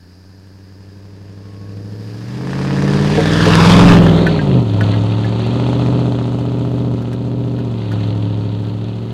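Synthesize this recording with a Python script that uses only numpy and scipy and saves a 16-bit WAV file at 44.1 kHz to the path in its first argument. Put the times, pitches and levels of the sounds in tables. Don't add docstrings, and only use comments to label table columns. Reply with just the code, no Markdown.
import sys
import numpy as np
from scipy import signal
from scipy.fft import rfft, irfft, next_fast_len
from scipy.io import wavfile
from scipy.ndimage import uniform_filter1d, map_coordinates

SR = 44100
rng = np.random.default_rng(int(sys.argv[2]) if len(sys.argv) > 2 else 0)


def digitize_waveform(pressure):
    field = np.atleast_2d(pressure).T
    bounded = np.clip(field, -1, 1)
    quanta = np.round(bounded * 32767).astype(np.int16)
    wavfile.write(sys.argv[1], SR, quanta)


N = 402633


def amp(db):
    return 10 ** (np.asarray(db) / 20)


def curves(rows):
    seconds, *columns = np.transpose(rows)
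    return [np.interp(np.arange(N) / SR, seconds, column) for column in columns]


def steady(x):
    power = uniform_filter1d(uniform_filter1d(x ** 2, size=SR // 6), size=SR // 6)
    return x / np.sqrt(np.abs(power) + 1e-20)


def wobble(rate):
    points = rng.standard_normal(int(N * rate / SR) + 4)
    return map_coordinates(points, [np.arange(N) * rate / SR])


def filtered(x, response):
    m = next_fast_len(N + SR // 2)
    spectrum = rfft(x, m) * response(np.fft.rfftfreq(m, 1 / SR))
    return irfft(spectrum, m)[..., :N]


def causal(points):
    def response(hz):
        f, db = np.transpose(points)
        gain = amp(np.interp(np.log(hz + 1), np.log(f + 1), db))
        cepstrum = irfft(np.log(gain))
        cepstrum[1:len(cepstrum) // 2] *= 2
        cepstrum[len(cepstrum) // 2 + 1:] = 0
        return np.exp(rfft(cepstrum))
    return response


def noise(points):
    return steady(filtered(rng.standard_normal(N), causal(points)))


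def pulses(at, sizes):
    i = np.clip(at, 0, N - 2).astype(int)
    part = np.clip(at - i, 0, 1)
    return np.bincount(i, sizes * (1 - part), N) + np.bincount(i + 1, sizes * part, N)


def decay(x, seconds):
    return signal.lfilter([1], [1, -np.exp(-1 / (seconds * SR))], x)


def pipe(modes, shift, low_hz, top_hz, holes=()):
    def response(f):
        ends = f ** 4 / (f ** 4 + low_hz ** 4) / (1 + 1j * f / top_hz) ** 2
        hole = np.prod([(c * c - f * f + .1j * f * w) / (c * c - f * f + 1j * f * w) for c, w in holes], axis=0)
        rings = sum(amp(db) * w * c / ((c * shift) ** 2 - f * f + 1j * f * w) for c, w, db in modes)
        return ends * hole * rings
    return response


# time in seconds,
# share of the tail (0 is all nose, 1 all tail pipe).
FACING = [(0, 0.56), (3.7, 0), (4.2, 0.94), (9.13, 1)]


def tail_share():
    return curves(FACING)[0]


def side(coming, going):
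    return coming + (going - coming) * tail_share()


# time in seconds, delay in ms, strength as a gain.
SOIL_ECHO = [(0, .294, -.75), (2.95, .3, -.6), (3.1, .42, .3), (3.3, .56, .5), (3.72, .9, .45),
             (4.2, .52, .5), (4.5, .4, 0)]


def with_soil_echo(x):
    delay_ms, strength = curves(SOIL_ECHO)
    dulled = uniform_filter1d(x, size=3)
    return x + strength * np.interp(np.arange(N) - delay_ms * SR / 1000, np.arange(N), dulled)


def turned(x, coming, going, echo=False):
    tail = tail_share()
    heard = (1 - tail) * steady(filtered(x, coming)) + tail * steady(filtered(x, going))
    return steady(with_soil_echo(heard) if echo else heard)


# time in seconds, firings a second as heard.
FIRING_RATE = [(0.0, 86.3), (0.36, 95.52), (0.72, 95.84), (1.75, 102.48), (2.15, 111.15), (2.47, 133.27),
               (3.04, 145.34), (3.3, 160.1), (3.58, 164.82), (3.84, 176.05), (4.12, 161.52), (4.22, 165.96),
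               (4.38, 152.67), (4.68, 108.79), (4.75, 104.56), (5.41, 114.57), (5.57, 120.59),
               (5.94, 123.62), (6.24, 119.63), (6.35, 121.51), (6.85, 121.77), (6.99, 118.18),
               (7.28, 120.65), (7.6, 121.05), (7.9, 108.44), (8.54, 107.93), (9.13, 115.1)]
# bank sign, sharpness in dB before a random spread.
CYLINDERS = [(1, -17), (-1, -15), (1, 0), (1, -7), (-1, -15), (1, -3), (-1, -10), (-1, -9)]


def firings():
    fired = np.cumsum(curves(FIRING_RATE)[0]) / SR
    k = np.arange(int(fired[-1]))
    chance = rng.standard_normal((len(k), 3))
    at = np.interp(k + .42, fired, np.arange(N)) + .00006 * SR * chance[:, 0]
    size = amp(.6 * chance[:, 1])
    sharp_db = np.transpose(CYLINDERS)[1]
    late = (tail_share()[at.astype(int)] < .5).astype(int)
    sharp = pulses(at, amp(sharp_db[(k - late) % 8] + 1.5 * chance[:, 2]))
    return k, at, size, sharp


# time in seconds, level in dB before the boost at the pass.
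EXHAUST = [(0.0, -43), (1.55, -32.5), (1.75, -28), (2.21, -27), (2.9, -12.5), (3.28, -14), (3.58, -9),
           (3.89, -4.5), (4.42, -15), (4.58, -8), (4.65, -16.5), (4.78, -11.5), (5.39, -16), (5.95, -13),
           (6.26, -17), (6.92, -16), (7.02, -20), (7.45, -17.5), (7.86, -20), (7.93, -16.5), (8.26, -16.5),
           (9.13, -23)]


def exhaust_levels():
    boost_db, closest_s, pass_s = 3, 3.86, 0.26
    low_db, high_db, middle_hz, span_hz = -8, -0.5, 118.2, 7.6
    t = np.arange(N) / SR
    note_db = curves(EXHAUST)[0] + boost_db * np.exp(-((t - closest_s) / pass_s) ** 2)
    rate = curves(FIRING_RATE)[0]
    over_db = low_db + (high_db - low_db) / (1 + np.exp((middle_hz - rate) / span_hz))
    tone_db = note_db - 10 * np.log10(1 + amp(over_db) ** 2)
    return tone_db, tone_db + over_db


def piped(x, modes, **ends):
    return turned(x, pipe(modes, 1.054, **ends), pipe(modes, 0.95, **ends))


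# base pitch in Hz (shifted in use), width in Hz, strength in dB.
TAIL_PIPE = [(124, 83, 27), (245, 13.3, 19), (394, 28, -27), (472, 29, -30.5), (634, 22, -33.5)]


def even_tone(at, size):
    return piped(pulses(at, size), TAIL_PIPE, low_hz=51, top_hz=394)


# push into its bank in dB, signed share of the uneven filling.
FILLING = [(-4, 0.61), (2, -0.099), (3, -0.49), (1.5, 0.37), (1.9, 1), (1, 0.11), (1, -.92), (-0.7, -0.67)]
# base pitch in Hz (shifted in use),
# width in Hz, strength in dB.
BANK_FRONT = [(68.5, 10, -10.5), (118.2, 9.3, -3.5), (210.7, 16, 4), (320.3, 13.8, -0.5),
              (418.5, 4.6, -16.5), (508, 22, -7)]
BANK_REAR = [(80, 4.3, -8.5), (190.9, 27.3, 12.5), (302.4, 15.6, 10.5), (428, 21, 3), (547, 35, -6),
             (688, 15, -7), (964, 28, -8.5)]
# pitch in Hz, width in Hz.
MUFFLER_HOLES = ([(136, 20), (236, 19)], [(147, 59), (250, 48), (345, 74)])
# base pitch in Hz (shifted in use), width in Hz, strength in dB.
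HEADERS = [(143, 19, -4), (287, 45, -12.5), (390.7, 8.3, 0), (537, 33, -17)]


def uneven_burble(k, at, size):
    bank = np.transpose(CYLINDERS)[0]
    push_db, uneven = np.transpose(FILLING)
    bank_push = (bank * amp(push_db))[k % len(bank)]
    front = pipe(BANK_FRONT, 0.927, low_hz=65, top_hz=1100, holes=MUFFLER_HOLES[0])
    rear = pipe(BANK_REAR, 0.95, low_hz=61, top_hz=1080, holes=MUFFLER_HOLES[1])
    banks = turned(pulses(at, size * bank_push), front, rear)
    headers = piped(pulses(at, size * uneven[k % len(bank)]), HEADERS, low_hz=102, top_hz=1070)
    return banks + amp(-6.5) * headers


def pipe_rumble():
    return noise([(45, -47.0), (90, 10.5), (200, 13), (450, 8.0), (800, -52.5)])


def gas(puff, depth):
    return (1 + depth * puff) * rng.standard_normal(N)


def grit(rate, spread_db):
    draw = rng.random((int(rate * N / SR), 2))
    sizes = .3 * amp(-spread_db * np.log(draw[:, 1] + .004))
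    return 1 + decay(pulses(draw[:, 0] * N, sizes), 0.0015)


# time in seconds, how hard the firings crack against the steady gas noise.
LOAD = [(0, .15), (2.3, .2), (2.45, 1.4), (2.7, 1.2), (2.85, .45), (3.5, .45), (4.5, .5), (5.5, .6),
        (5.8, 1.1), (6.9, 1.1), (7.6, .6), (7.9, .2), (9.13, .3)]
# frequency in Hz, relative level in dB.
CRACK_COLOUR = ([(300, -11), (500, -1.5), (1000, 0.5), (1400, -6.5), (1760, -1.5), (2100, -14.5),
                 (2600, -15.5), (3500, -55)], [(290, -32.5), (500, 9.5), (663, 8.5), (769, 6), (898, 8.5),
                 (1110, 1), (1300, 4), (1410, -0.5), (1940, -16.5), (2500, -19), (3250, -59.5),
                 (5500, -120)])


def crack(puff, sharp):
    load = curves(LOAD)[0]
    mixed = steady(gas(puff, 0.12)) - load * steady(sharp)
    return turned(mixed, *map(causal, CRACK_COLOUR), echo=True)


# frequency in Hz, relative level in dB.
RUSH_COLOUR = ([(1500, 3), (2300, 4.5), (3500, 8.5), (4300, 0.5), (5000, 3.5), (5600, -14), (6500, -22),
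                (8500, -49)], [(1240, -7), (2100, -2), (2270, -8), (2460, 0.5), (3270, 2), (4110, 0),
                (4570, -3), (4980, -22), (5590, -25), (6000, -55), (6400, -42), (8320, -55), (14100, -120)])


def tyre_rush(puff):
    rough = gas(puff, 0.23) * amp(1.9 * wobble(11)) * grit(680, 4.8)
    return turned(rough, *map(causal, RUSH_COLOUR), echo=True)


# frequency in Hz, relative level in dB.
FIZZ_COLOUR = ([(3240, 2.5), (5500, 0), (6470, -5.5), (7260, -8.5), (9790, -14), (13300, -27),
                (15700, -34)], [(2880, 4.5), (4900, -2), (5250, 1), (5590, -4.5), (6020, 0.5), (6410, 0.5),
                (9570, -9), (11300, -20), (15700, -42.5)])


def fizz(puff):
    rough = gas(puff, 0.42) * amp(0.97 * wobble(17)) * grit(100, 4.3)
    return turned(rough, *map(causal, FIZZ_COLOUR))


# time in seconds, level in dB.
TYRES = [(0, -66), (1.96, -58), (2.3, -48.5), (2.6, -38.5), (3.31, -28), (3.61, -19.5), (3.92, -17.5),
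         (3.99, -25), (4.24, -30), (4.63, -38.5), (4.75, -39.5), (4.83, -33.5), (5.16, -37.5), (5.6, -35),
         (6.46, -43.5), (7.42, -48), (7.88, -42.5), (7.94, -38.5), (8.16, -42), (8.3, -43.5), (9.13, -46)]


def noise_levels():
    load = curves(LOAD)[0]
    rush_db = curves(TYRES)[0]
    loudest = rush_db.max()
    crack_db = rush_db + side(4.5, 1.5) + side(1, 6) * load
    fizz_db = loudest + side(-1, -16) + side(-1.5, 4) * load
    fizz_db = fizz_db + side(0.77, 0.8) * (rush_db - loudest)
    return crack_db, rush_db, fizz_db


def air_push():
    peak_db, peak_s, rise_s, fall_s = -20, 3.9, 0.081, 0.1
    t = np.arange(N) / SR
    gust = np.exp(-np.maximum((peak_s - t) / rise_s, (t - peak_s) / fall_s))
    level = amp(side(-66.5, -48.5)) + amp(peak_db) * gust
    return level * noise([(8, 1), (20, -31.5), (32, -32.5), (50, -52.5)])


def truck():
    k, at, size, sharp = firings()
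    puff = steady(decay(sharp, .0035))
    tone_db, burble_db = exhaust_levels()
    crack_db, rush_db, fizz_db = noise_levels()
    exhaust = amp(tone_db) * even_tone(at, size) + amp(burble_db) * uneven_burble(k, at, size)
    exhaust += amp(burble_db - 10) * pipe_rumble()
    hiss = amp(crack_db) * crack(puff, sharp) + amp(rush_db) * tyre_rush(puff) + amp(fizz_db) * fizz(puff)
    return exhaust + hiss + air_push()


# frequency in Hz, relative level in dB.
FRONT_HISS_COLOUR = [(710, -46.5), (1200, -22.5), (1750, -9), (1930, -26), (3160, -33), (3520, -27.5),
                     (4510, -13.5), (4970, -9.5), (5970, -24.5), (6800, -25.5), (7330, -32), (12000, -31.5),
                     (15700, -41)]
# time in seconds, level in dB before a small random wobble.
FRONT_HISS_LEVEL = [(0, -57), (1.5, -56), (2.4, -50), (3.5, -51), (4.2, -62.5), (9.13, -67)]


def front_hiss():
    return amp(curves(FRONT_HISS_LEVEL)[0] + 1.3 * wobble(4.3)) * noise(FRONT_HISS_COLOUR)


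def whine():
    loudest_s, hz, hz_per_s = 1.65, 1100, 75
    level_db, rise_db_per_s, fall_db_per_s = -53, 30, 60
    t = np.arange(N) / SR - loudest_s
    db = level_db - np.maximum(-t * rise_db_per_s, t * fall_db_per_s)
    tone = np.sin(2 * np.pi * (hz + hz_per_s * t / 2) * t)
    return np.sqrt(2) * amp(db + wobble(15.5)) * tone


# time in seconds, relative level in dB, base pitch in Hz.
BUMPS = [(3.172, -10, 453), (3.459, -9.5, 431.6)]


def bumps():
    out, t = np.zeros(N + SR), np.arange(SR // 4) / SR
    panel_modes = [(.7, -1), (1, 9), (1.22, 2), (1.6, 0), (2.05, -8.5)]
    for s, db, hz in BUMPS:
        panel = sum(amp(level) * np.sin(2 * np.pi * hz * k * t) for k, level in panel_modes)
        out[round(s * SR):][:len(t)] += amp(db - 60 * t / 0.16) * panel * (1 - np.exp(-t / 0.014))
    return out[:N]


# time in seconds, level in dB before a 4 dB cut, base pitch in Hz,
# level of its click in dB before the clank's own level.
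CLANKS = [(4.0643, -17.5, 1405, -19), (4.2669, -11.5, 1520, -17), (4.391, -21.5, 1614, -27),
          (4.559, -36.5, 1330, -16), (4.809, -16, 1480, -16.5), (4.9372, -24.5, 1670, -18),
          (5.2448, -26, 1720, -16), (5.4644, -36.5, 1730, -5), (7.02, -38, 1370, -3),
          (7.1294, -37.5, 1610, 2.5), (7.587, -35, 1470, -9), (7.917, -30, 1460, -7),
          (8.0024, -40.5, 1820, -15)]
# multiple of the pitch, level in dB before a random spread,
# seconds to fall by 60 dB.
LOOSE_METAL = [(1, 3.5, 0.085), (1.147, 1, 0.065), (1.239, -4, 0.057), (1.6, -8, 0.042), (2.05, -11.5, .04),
               (.63, -20, 0.053)]


def clanks():
    out, t = np.zeros(N + SR), np.arange(SR // 4) / SR
    for s, db, hz, click_db in CLANKS:
        ring = sum(amp(level + rng.normal(0, 2.3) - 60 * t / t60) * np.sin(2 * np.pi * hz * k * t)
                   for k, level, t60 in LOOSE_METAL)
        bright = signal.lfilter([.5, 0, -.5], [1, -1.55, .7], rng.standard_normal(len(t)))
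        click = amp(click_db - 60 * t / 0.06) * bright
        out[round(s * SR):][:len(t)] += amp(db - 4) * (ring + click) * (1 - np.exp(-t / 0.00018))
    return out[:N]


def scene():
    return (truck() + front_hiss() + whine() + bumps() + clanks())[None]


def record(dry):
    clipped = dry / (1 + np.abs(dry / .8) ** 10) ** (1 / 10)
    return filtered(clipped, lambda hz: hz < 15890)


dry = scene()
out = record(dry)
digitize_waveform(out)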